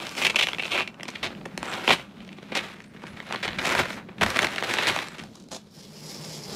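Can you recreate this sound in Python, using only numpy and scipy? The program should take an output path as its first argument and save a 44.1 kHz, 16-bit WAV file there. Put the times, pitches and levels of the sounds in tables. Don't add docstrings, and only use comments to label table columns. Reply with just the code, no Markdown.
import sys
import numpy as np
from scipy import signal
from scipy.fft import rfft, irfft
from scipy.io import wavfile

SR = 44100
rng = np.random.default_rng(int(sys.argv[2]) if len(sys.argv) > 2 else 0)


def store_pcm(level_fs):
    pcm = np.round(np.clip(level_fs, -1, 1) * 32767).astype(np.int16)
    wavfile.write(sys.argv[1], SR, np.atleast_2d(pcm).T)


N = 288855

# time in seconds; crackle, edge and knock pitch in Hz;
# crackle level of the sheet merely held in dB; low boom and crisp treble in dB over that crackle.
SHEET = [(0, 2650, 6300, 650, -47.5, -12, 0), (.25, 2450, 6040, 724, -45, 6, -3),
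         (.42, 2660, 6100, 800, -45.5, 2.5, -9), (.6, 2480, 5300, 750, -51, 5, -1),
         (.72, 2720, 5800, 744, -53, 2, -4), (.9, 2380, 5500, 750, -62.5, 10.5, -7),
         (1.25, 2500, 5400, 610, -64, 1, -11), (1.5, 2050, 6640, 547, -57, -0.5, -14),
         (1.75, 2460, 6140, 516, -35, 5.5, -11), (2.1, 2600, 5370, 510, -59.5, 1.5, -11),
         (2.55, 2390, 5600, 660, -52, -2.5, -12), (2.9, 1900, 6200, 596, -57, -3, -11),
         (3.3, 2200, 5960, 674, -45.5, -1, -11.5), (3.8, 2020, 6700, 676, -56, -8, -15),
         (4.1, 1930, 6840, 443, -60.5, 3, -18), (4.45, 2150, 7300, 477, -42, 2, -9),
         (4.75, 2250, 6600, 700, -48, -3, -10), (5.2, 2190, 6400, 690, -67, 0, -4),
         (5.35, 3200, 6250, 700, -58, -3, -2), (5.75, 3200, 6100, 700, -69, 1, -2.5)]
# start and hold in seconds, crackle level in dB, swell over
# the hold in dB, boom and crisp treble in dB over the crackle.
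GRIPS = [(0, 0.12, -35.5, -10, -0.5, -14), (0.171, 0.084, -38.5, 11, -6.5, -5),
         (0.368, 0.11, -40, 0, -14, -5), (.58, 0.14, -44.5, 0, -2, -5), (0.71, 0.098, -30.5, 2, -6, -14.5),
         (1.075, 0.11, -49, 6, -2.5, -11.5), (1.231, 0.088, -43, -4.5, 2.5, -13),
         (1.615, 0.11, -48, 3, -6, -10.5), (1.737, .13, -33, -11, -18.5, -10.5),
         (1.872, 0.07, -32.5, 2, -5, -7), (1.943, 0.061, -38.5, -3, -2, -13), (2.536, .06, -40, 4, -2, -16),
         (2.601, 0.14, -38, -10.5, -2, -10.5), (3.27, 0.09, -46, 0, -2, -15),
         (3.439, 0.12, -40, 3, -2.5, -14.5), (3.595, 0.086, -37, 5, -0.5, -9.5),
         (3.707, 0.088, -28.5, 2.5, -0.5, -10), (3.839, 0.055, -34, -12, -2, -13),
         (3.901, 0.027, -42, 1.5, -2, -3.5), (3.966, .06, -49, -3.5, 2, -20),
         (4.239, 0.089, -31, -1, 0.5, -7.5), (4.336, 0.096, -35.5, 7, -1, -9.5),
         (4.495, 0.15, -37, 0.5, -3, -9.5), (4.686, 0.11, -33, 1, -3, -10.5),
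         (4.823, .08, -24.5, -4.5, -5.5, -14.5), (4.904, 0.17, -31, -8, -1.5, -9),
         (5.07, 0.16, -49.5, 2.5, -1, -9), (5.515, 0.07, -55.5, 1, -3, -2)]
# start and length in seconds, crackle level in dB, low knock and
# crisp edge in dB over the crackle.
SNAPS = [(.068, 0.0027, -26.5, -21, -9), (0.092, 0.0021, -33, -19, -2), (0.151, 0.002, -33.5, -2, -4),
         (.1666, .01, -37, -5, -4), (0.18, 0.0026, -28.5, -5, -9), (0.2167, 0.0021, -25, -2.5, -25),
         (0.222, 0.0089, -24.5, -11, -15), (.236, 0.0033, -23, -13, -21),
         (0.2463, 0.032, -19, -11.5, -13.5), (0.2974, .011, -21.5, -10.5, -12.5),
         (0.3454, 0.0022, -27, 1, -22), (0.358, 0.011, -15.5, -14, -13),
         (0.386, 0.017, -18.5, -11.5, -13.5), (0.4095, 0.009, -19, -10, -16),
         (0.422, 0.022, -19.5, -16, -14), (0.4697, 0.0013, -21.5, -1, -10), (.485, 0.0071, -23, -6, -15),
         (0.517, .0024, -33, -13, -24), (.532, 0.002, -21.5, -6.5, -15), (0.547, 0.0019, -27, -11, -17),
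         (0.584, .0031, -25, -7, -26), (0.594, 0.011, -24, -13, -29), (0.623, 0.0043, -27.5, -8, -16),
         (.6336, 0.0038, -26, -17, -27), (0.646, 0.0017, -24.5, -16, -23), (0.653, 0.0066, -27, -10.5, -23),
         (0.68, 0.00095, -24, -6, -20), (0.717, 0.018, -27, -9, -15), (0.743, 0.029, -27.5, -6, -20),
         (0.755, 0.0012, -20.5, -5, -30), (0.777, 0.0015, -15.5, -5, -34), (0.785, 0.011, -25.5, -6, -35),
         (0.799, 0.0015, -14.5, -8, -30), (0.8054, 0.0019, -18, -4, -23), (.8174, 0.016, -30.5, -12, -20),
         (0.8753, 0.0039, -28, -16, -13), (.943, .002, -42, -6, -15), (0.997, 0.0021, -35, -5, -25),
         (1.007, 0.0039, -35.5, -11, -20), (1.0316, 0.0028, -28.5, -4, -6), (1.054, 0.0024, -33, -1.5, -22),
         (1.08, .0131, -35, -0.5, -5.5), (1.102, .0027, -42, -12, 5), (1.152, 0.0085, -30.5, -21, -27),
         (1.227, 0.029, -27.5, -6, -12.5), (1.254, 0.02, -32, -6.5, -13), (1.304, 0.0046, -42, 1.5, -25),
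         (1.35, 0.0018, -38, -10, -25), (1.412, 0.0026, -42, 2, -29), (1.454, 0.0066, -36.5, 7, -9),
         (1.5763, 0.0022, -28, -0.5, -1), (1.629, 0.0017, -27.5, 5, -4.5), (1.654, 0.0051, -37.5, -6, -2),
         (1.8768, 0.0043, -12, -7, -24), (1.888, 0.004, -16, -4, -22), (1.894, 0.0024, -13, -5, -18),
         (1.904, 0.011, -15, -2.5, -17), (1.9192, 0.02, -18.5, -8, -18), (2.203, 0.0052, -45, -2, -22),
         (2.248, .002, -48, -3, -4), (2.277, 0.0022, -43, -1, -10), (2.29, 0.0031, -39, -8, -19),
         (2.328, 0.0046, -42, -6, -11), (2.385, 0.0021, -40, 3, -19), (2.4276, 0.0048, -42.5, 1, -12),
         (2.518, 0.014, -34.5, -2, -20), (2.549, 0.03, -25, -6.5, -8.5), (2.572, 0.022, -27.5, -17, -16),
         (2.803, 0.0023, -35.5, -8, -19), (2.82, .003, -53, -5, -2), (2.84, 0.0074, -47.5, -5, -7),
         (2.9629, .0113, -48, -10, -20), (3.0364, .0045, -43.5, 9, -11), (3.0663, 0.0087, -39.5, -10, -12),
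         (3.171, 0.0037, -39, -7, -27), (3.2017, 0.0021, -25, -14, -24), (3.308, 0.0038, -33.5, 4, -23),
         (3.324, 0.0029, -28, 1, -5.5), (3.334, 0.0056, -31.5, 2.5, -24), (3.344, 0.0059, -30.5, 2, -21),
         (3.359, .0032, -26.5, -15, -18), (3.426, 0.024, -28.5, -8, -11.5), (3.45, 0.0093, -30, -2, -10),
         (3.478, 0.0036, -23.5, -8, -16), (3.4866, 0.0033, -25, -11, -29), (3.531, 0.0013, -27.5, -3, -20),
         (3.5848, 0.012, -23, -7.5, -19), (3.6493, 0.012, -24.5, -7.5, -9.5), (3.6654, .02, -26, -3, -6.5),
         (3.692, 0.0014, -21, -6, -7), (3.7235, 0.0011, -21, -4, -7), (3.7496, 0.0051, -22.5, 3.5, -12),
         (3.7916, 0.0059, -26.5, -6, -9), (3.804, .0049, -34, 5.5, -17), (3.815, 0.0021, -25.5, 2, -20),
         (3.855, 0.002, -26.5, 2.5, -18), (3.904, 0.0032, -26, -6.5, -22), (3.927, 0.019, -39.5, -5, -11),
         (4.0866, 0.0087, -44, 4.5, -37), (4.182, 0.0052, -38.5, -10, -21), (4.209, 0.025, -21.5, -3, -16),
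         (4.231, 0.0077, -19, -1.5, -10), (4.262, .0041, -21, -3, -13), (4.3023, 0.0026, -22.5, -15, -6),
         (4.3605, 0.006, -22.5, -6.5, -16), (4.3695, .002, -20.5, -6, -9),
         (4.3897, 0.0041, -14.5, -11.5, -13), (4.421, 0.0016, -23, -1, -5), (4.428, 0.0051, -20, 0, -13),
         (4.444, .006, -19.5, -3.5, -12), (4.469, 0.0028, -21.5, -9, -14), (4.56, .004, -26.5, -6.5, -12),
         (4.581, 0.0074, -23, -9, -21), (4.625, 0.0015, -20.5, 3, -15), (4.635, 0.008, -29, -3.5, -10),
         (4.708, 0.0071, -27.5, -3.5, -10), (4.7372, 0.0028, -18, -8, -9.5),
         (4.7685, 0.0024, -26.5, 1, -24), (4.784, 0.0082, -21.5, -5, -15), (4.8672, 0.025, -22, -10, -8),
         (4.9624, 0.0016, -21, -2.5, -13), (4.989, 0.0011, -20.5, -1, -10),
         (5.0845, 0.0015, -30, -4.5, -2.5), (5.182, 0.019, -37, -7, -11.5), (5.236, 0.0046, -48, 5, 4),
         (5.2472, 0.0028, -56, 6, -4), (5.3537, 0.0048, -56, 11, 10), (5.372, 0.0049, -60, 11, 1),
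         (5.3985, .0043, -61, 7, 11), (5.423, .003, -62, -1, 9), (5.438, .003, -61, 1, 6),
         (5.486, 0.0024, -54, 6, 5), (5.5084, 0.037, -46, 6, 4), (5.545, 0.024, -44, 2, 3.5)]
# time in seconds, spread about the crackle pitch in octaves.
CRACKLE_SPREAD = [(0, 0.26), (.9, 0.12), (1.2, 0.49), (2, 0.26), (3, 0.52), (5.75, 0.51)]
# frequency in Hz, relative level in dB.
BOOM_SPECTRUM = [(70, -15.5), (150, -9), (400, 0.5), (1000, 0), (1500, 1), (3000, -47)]
CRISP_SPECTRUM = [(3000, -14), (4800, 12.5), (7000, 4), (9000, -3), (12000, -9), (16000, -21)]
# start and length in seconds, pitch in Hz, level in dB.
SLIDES = [(1.64, 0.14, 7550, -51.5), (2.697, 0.087, 7500, -76), (2.837, 0.074, 8850, -71),
          (3.06, 0.075, 10500, -69), (3.22, .08, 10500, -72), (5.058, .1, 7600, -64),
          (5.275, .2, 6550, -70), (5.513, 0.067, 6540, -44)]
# start in seconds, level in dB.
PUFFS = [(.29, -53), (.44, -52), (.75, -68), (1.24, -45), (1.59, -48), (1.9, -43), (2.21, -53), (2.6, -52),
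         (3.12, -50), (3.47, -41.5), (3.59, -41), (3.79, -36), (3.94, -48), (4.23, -30), (4.46, -45),
         (4.89, -38), (5.22, -50), (5.53, -56)]
# time in seconds, hiss level in dB, panel drone level in dB.
PEEL = [(5.68, -75, -73), (5.72, -59.5, -64), (5.78, -49, -51), (5.91, -53.5, -54), (5.97, -48, -51),
        (6.1, -43, -46), (6.2, -46, -44.5), (6.27, -41.5, -41.5), (6.44, -45.5, -44), (6.55, -40, -36)]
# frequency in Hz, relative level in dB.
GLUE_SPECTRUM = [(710, -38), (1200, -16), (1370, -35), (1570, -11), (1890, -12), (2180, -8), (2510, -11),
                 (2890, -8.5), (4360, -4), (5180, 2.5), (6230, -8), (6800, -5.5), (8820, -14),
                 (11600, -16.5), (16000, -23)]
# frequency in Hz, bandwidth in Hz, relative gain in dB.
PANEL_MODES = [(155, 14.5, 4.5), (420, 136, -4.5), (804, 17, -9.5)]
# frequency in Hz, gain in dB.
PAPER_COLOUR = [(100, 9), (300, 0.5), (2200, -0.5), (2900, -3), (3800, 1), (4200, 1.5), (4700, -2),
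                (6000, -3), (16000, 4.5)]
# frequency in Hz, relative level in dB.
TRAFFIC_SPECTRUM = [(15, -51), (25, -17), (87, -15), (206, 8), (256, -1), (560, -13), (624, -14.5),
                    (840, -19.5), (1890, -38.5), (4250, -31.5), (8140, -43), (11900, -46), (16000, -48)]
# time in seconds, relative level in dB.
TRAFFIC_LEVEL = [(0.0, -51), (0.35, -47.5), (1.11, -51.5), (1.48, -43.5), (1.66, -48.5), (3.12, -50.5),
                 (3.52, -46.5), (4.78, -48.5), (5.65, -54.5), (6.55, -49.5)]


def rustle(count=12000, spread_db=1.5, clump_db=2.5):
    duration = SHEET[-1][0]
    t = rng.uniform(0, duration, count)
    pitch_hz, _, _, held_db, held_boom_db, held_crisp_db = at_time(SHEET, t)
    start, hold, level_db, swell_db, boom_db, crisp_db = np.transpose(GRIPS)
    levels_db = [gestures(t, start, hold, level_db + grip_db, swell_db,
                          rise_db_per_s=502, fall_db_per_s=328, rest_db=held_db + rest_db)
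                 for grip_db, rest_db in ((0, 0), (boom_db, held_boom_db), (crisp_db, held_crisp_db))]
    clumps = (drift(18.6) + 0.27 * drift(110))[(t * SR).astype(int)]
    size = rms_one(from_db(spread_db * np.minimum(rng.exponential(1, count), 4) + clump_db * clumps))
    size *= np.sqrt(SR * duration / count)
    return cracks(t, *[size * from_db(db) for db in levels_db], pitch_hz, colour_db=3.5)


def snaps(count=22, spread_db=16, onset_share=0.091, knock_octaves_per_db=0.04):
    start, length, level_db, knock_db, edge_db = np.transpose(SNAPS)[..., None]
    jitter, weakness = np.hsplit(rng.random((len(SNAPS), 2 * count)), 2)
    along = (np.arange(count) + jitter) / count
    fade_db = 9.75 - 250 * length
    size = from_db(-fade_db * along - spread_db * weakness) * np.minimum(along / onset_share, 1)
    size *= from_db(level_db) * np.sqrt(length * SR / np.sum(size ** 2, axis=1, keepdims=True))
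    gains = [(size * from_db(db)).ravel() for db in (0, knock_db, edge_db)]
    t = (start + length * along).ravel()
    pitch_hz, edge_hz, knock_hz, *_ = at_time(SHEET, t)
    knock_hz *= 2 ** (knock_octaves_per_db * np.repeat(level_db + knock_db + 25.5, count))
    broad = 0.87 * from_db(0.5 * np.repeat(level_db + 23, count))
    return cracks(t, *gains, pitch_hz, colour_db=2.0, knock_hz=knock_hz, edge_hz=edge_hz, broad=broad)


def cracks(t, crackle_gain, boom_gain, crisp_gain, pitch_hz, colour_db,
           knock_hz=None, edge_hz=None, broad=None):
    modes = np.geomspace(90, 14500, 30)[:, None]
    widths = 0.34 * modes
    octaves, = at_time(CRACKLE_SPREAD, t)
    middle = bump(modes, pitch_hz, octaves)
    low = from_db(at_hz(BOOM_SPECTRUM, modes)) if knock_hz is None else bump(modes, knock_hz, octaves=1)
    high = from_db(at_hz(CRISP_SPECTRUM, modes))
    if edge_hz is not None:
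        high = high * (broad + bump(modes, edge_hz, octaves=0.48))
    crackle, boom, crisp = [shape / np.sqrt(np.sum(shape ** 2 * np.pi * widths / 2 / SR, axis=0))
                            for shape in (middle, low, high)]
    kicks = np.sqrt((crackle * crackle_gain) ** 2 + (boom * boom_gain) ** 2 + (crisp * crisp_gain) ** 2)
    strength, polarity = rng.standard_normal((len(t), len(modes), 2)).T
    kicks *= rms_one(from_db(colour_db * strength)) * np.sign(polarity)
    onsets = np.clip((t * SR).astype(int), 0, N - 1)
    return sum(steep_resonance(np.bincount(onsets, kick, N), hz, width)
               for kick, hz, width in zip(kicks, modes[:, 0], widths[:, 0]))


def slides(width_hz=1200):
    out = np.zeros(N)
    for start, length, hz, db in SLIDES:
        along = (np.arange(N) / SR - start) / length
        on = (along > 0) & (along < 1)
        scratch = rng.standard_normal(SR // 2)[:on.sum()] * from_db(3.0 * drift(70)[on])
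        swish = rms_one(steep_resonance(scratch, hz, width_hz))
        out[on] += from_db(db) * swish * np.sqrt(np.sin(np.pi * along[on]))
    return out


def puffs(hold_s=0.016, band_hz=(55, 200)):
    t = np.arange(0, N, 64) / SR
    start, peak_db = np.transpose(PUFFS)
    level_db = gestures(t, start, np.full_like(start, hold_s), peak_db, swell_db=np.zeros_like(start),
                        rise_db_per_s=443, fall_db_per_s=196, rest_db=-61.5)
    air = butterworth(rng.standard_normal(N), band_hz, "band")
    return from_db(np.interp(np.arange(N) / SR, t, level_db)) * rms_one(air)


def peel(threads_per_s=9000, rasp_db=2.0):
    t = np.arange(N) / SR
    hiss_db, drone_db = at_time(PEEL, t)
    pulling = t > PEEL[0][0]
    sizes = from_db(4.5 * np.minimum(rng.exponential(1, N), 4) + 1.2 * drift(60))
    breaks = rng.random(N) < threads_per_s / SR
    threads = coloured(breaks * rng.choice([-1, 1], N) * sizes, GLUE_SPECTRUM)
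    edges_hz = np.geomspace(700, 15500, 11)
    fizz = rms_one(sum((-1) ** k * from_db(rasp_db * drift(8.9)) * butterworth(threads, band, "band")
                       for k, band in enumerate(zip(edges_hz, edges_hz[1:]))))
    pull = rng.standard_normal(N) * from_db(1.5 * drift(29))
    drone = rms_one(sum(from_db(db) * resonance(pull, hz, width) for hz, width, db in PANEL_MODES))
    return pulling * (from_db(hiss_db) * fizz + from_db(drone_db) * drone)


def driveway_echoes(x, level_db=-11, t60_s=0.13, delay_s=0.003):
    t = np.arange(SR // 2) / SR
    tail = rng.standard_normal(len(t)) * from_db(-60 * t / t60_s) * (t > delay_s)
    tail = butterworth(tail, 19000, "low", order=1)
    return from_db(level_db) * signal.fftconvolve(x, tail / np.sqrt(np.sum(tail ** 2)))[:N]


def traffic(gain_db=3.0, waver_db=1.8):
    hum_db, = at_time(TRAFFIC_LEVEL, np.arange(N) / SR)
    envelope = from_db(hum_db + gain_db + waver_db * drift(8))
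    return envelope * rms_one(coloured(rng.standard_normal(N), TRAFFIC_SPECTRUM))


def gestures(t, start, hold, level_db, swell_db, rise_db_per_s, fall_db_per_s, rest_db):
    since, hold = t - start[:, None], hold[:, None]
    held_db = level_db[:, None] + swell_db[:, None] * np.clip(since / hold, 0, 1)
    each_db = held_db - rise_db_per_s * np.maximum(-since, 0) - fall_db_per_s * np.maximum(since - hold, 0)
    return 10 * np.log10(np.sum(from_db(each_db) ** 2, axis=0) + from_db(rest_db) ** 2)


def resonance(x, hz, width):
    r = np.exp(-np.pi * width / SR)
    feedback = [1, -2 * r * np.cos(2 * np.pi * hz / SR), r * r]
    return signal.lfilter([(1 - r * r) / 2, 0, (r * r - 1) / 2], feedback, x + 1e-18)


def steep_resonance(x, hz, width):
    return resonance(resonance(x, hz, width), hz, width)


def butterworth(x, hz, kind, order=2):
    return signal.sosfilt(signal.butter(order, hz, kind, fs=SR, output="sos"), x)


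def coloured(x, spectrum):
    hz = np.maximum(np.fft.rfftfreq(N, 1 / SR), 10)
    return irfft(rfft(x) * from_db(at_hz(spectrum, hz)), N)


def drift(rate_hz):
    r = np.exp(-2 * np.pi * rate_hz / SR)
    return rms_one(signal.lfilter([1], [1, -2 * r, r * r], rng.standard_normal(N + SR))[SR:])


def bump(hz, centre_hz, octaves):
    return np.exp(-.5 * (np.log2(hz / centre_hz) / octaves) ** 2)


def at_time(rows, t):
    times, *columns = np.transpose(rows)
    return [np.interp(t, times, column) for column in columns]


def at_hz(spectrum, hz):
    points_hz, db = np.transpose(spectrum)
    return np.interp(np.log(hz), np.log(points_hz), db)


def from_db(db):
    return 10 ** (np.asarray(db) / 20)


def rms_one(x):
    return x / np.sqrt(np.mean(x ** 2) + 1e-20)


def scene(side_db=-38, side_treble_db=-21):
    paper_and_tape = coloured(rustle() + snaps() + slides(), PAPER_COLOUR) + peel()
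    mid = paper_and_tape + driveway_echoes(paper_and_tape) + traffic() + puffs()
    flicker = mid * drift(16)
    side = from_db(side_db) * flicker + from_db(side_treble_db) * butterworth(flicker, 6000, "high")
    return mid + side * [[1], [-1]]


def record(dry, stopband_hz=16500):
    return signal.sosfilt(signal.cheby2(12, 60, stopband_hz, fs=SR, output="sos"), dry)


dry = scene()
out = record(dry)
store_pcm(out)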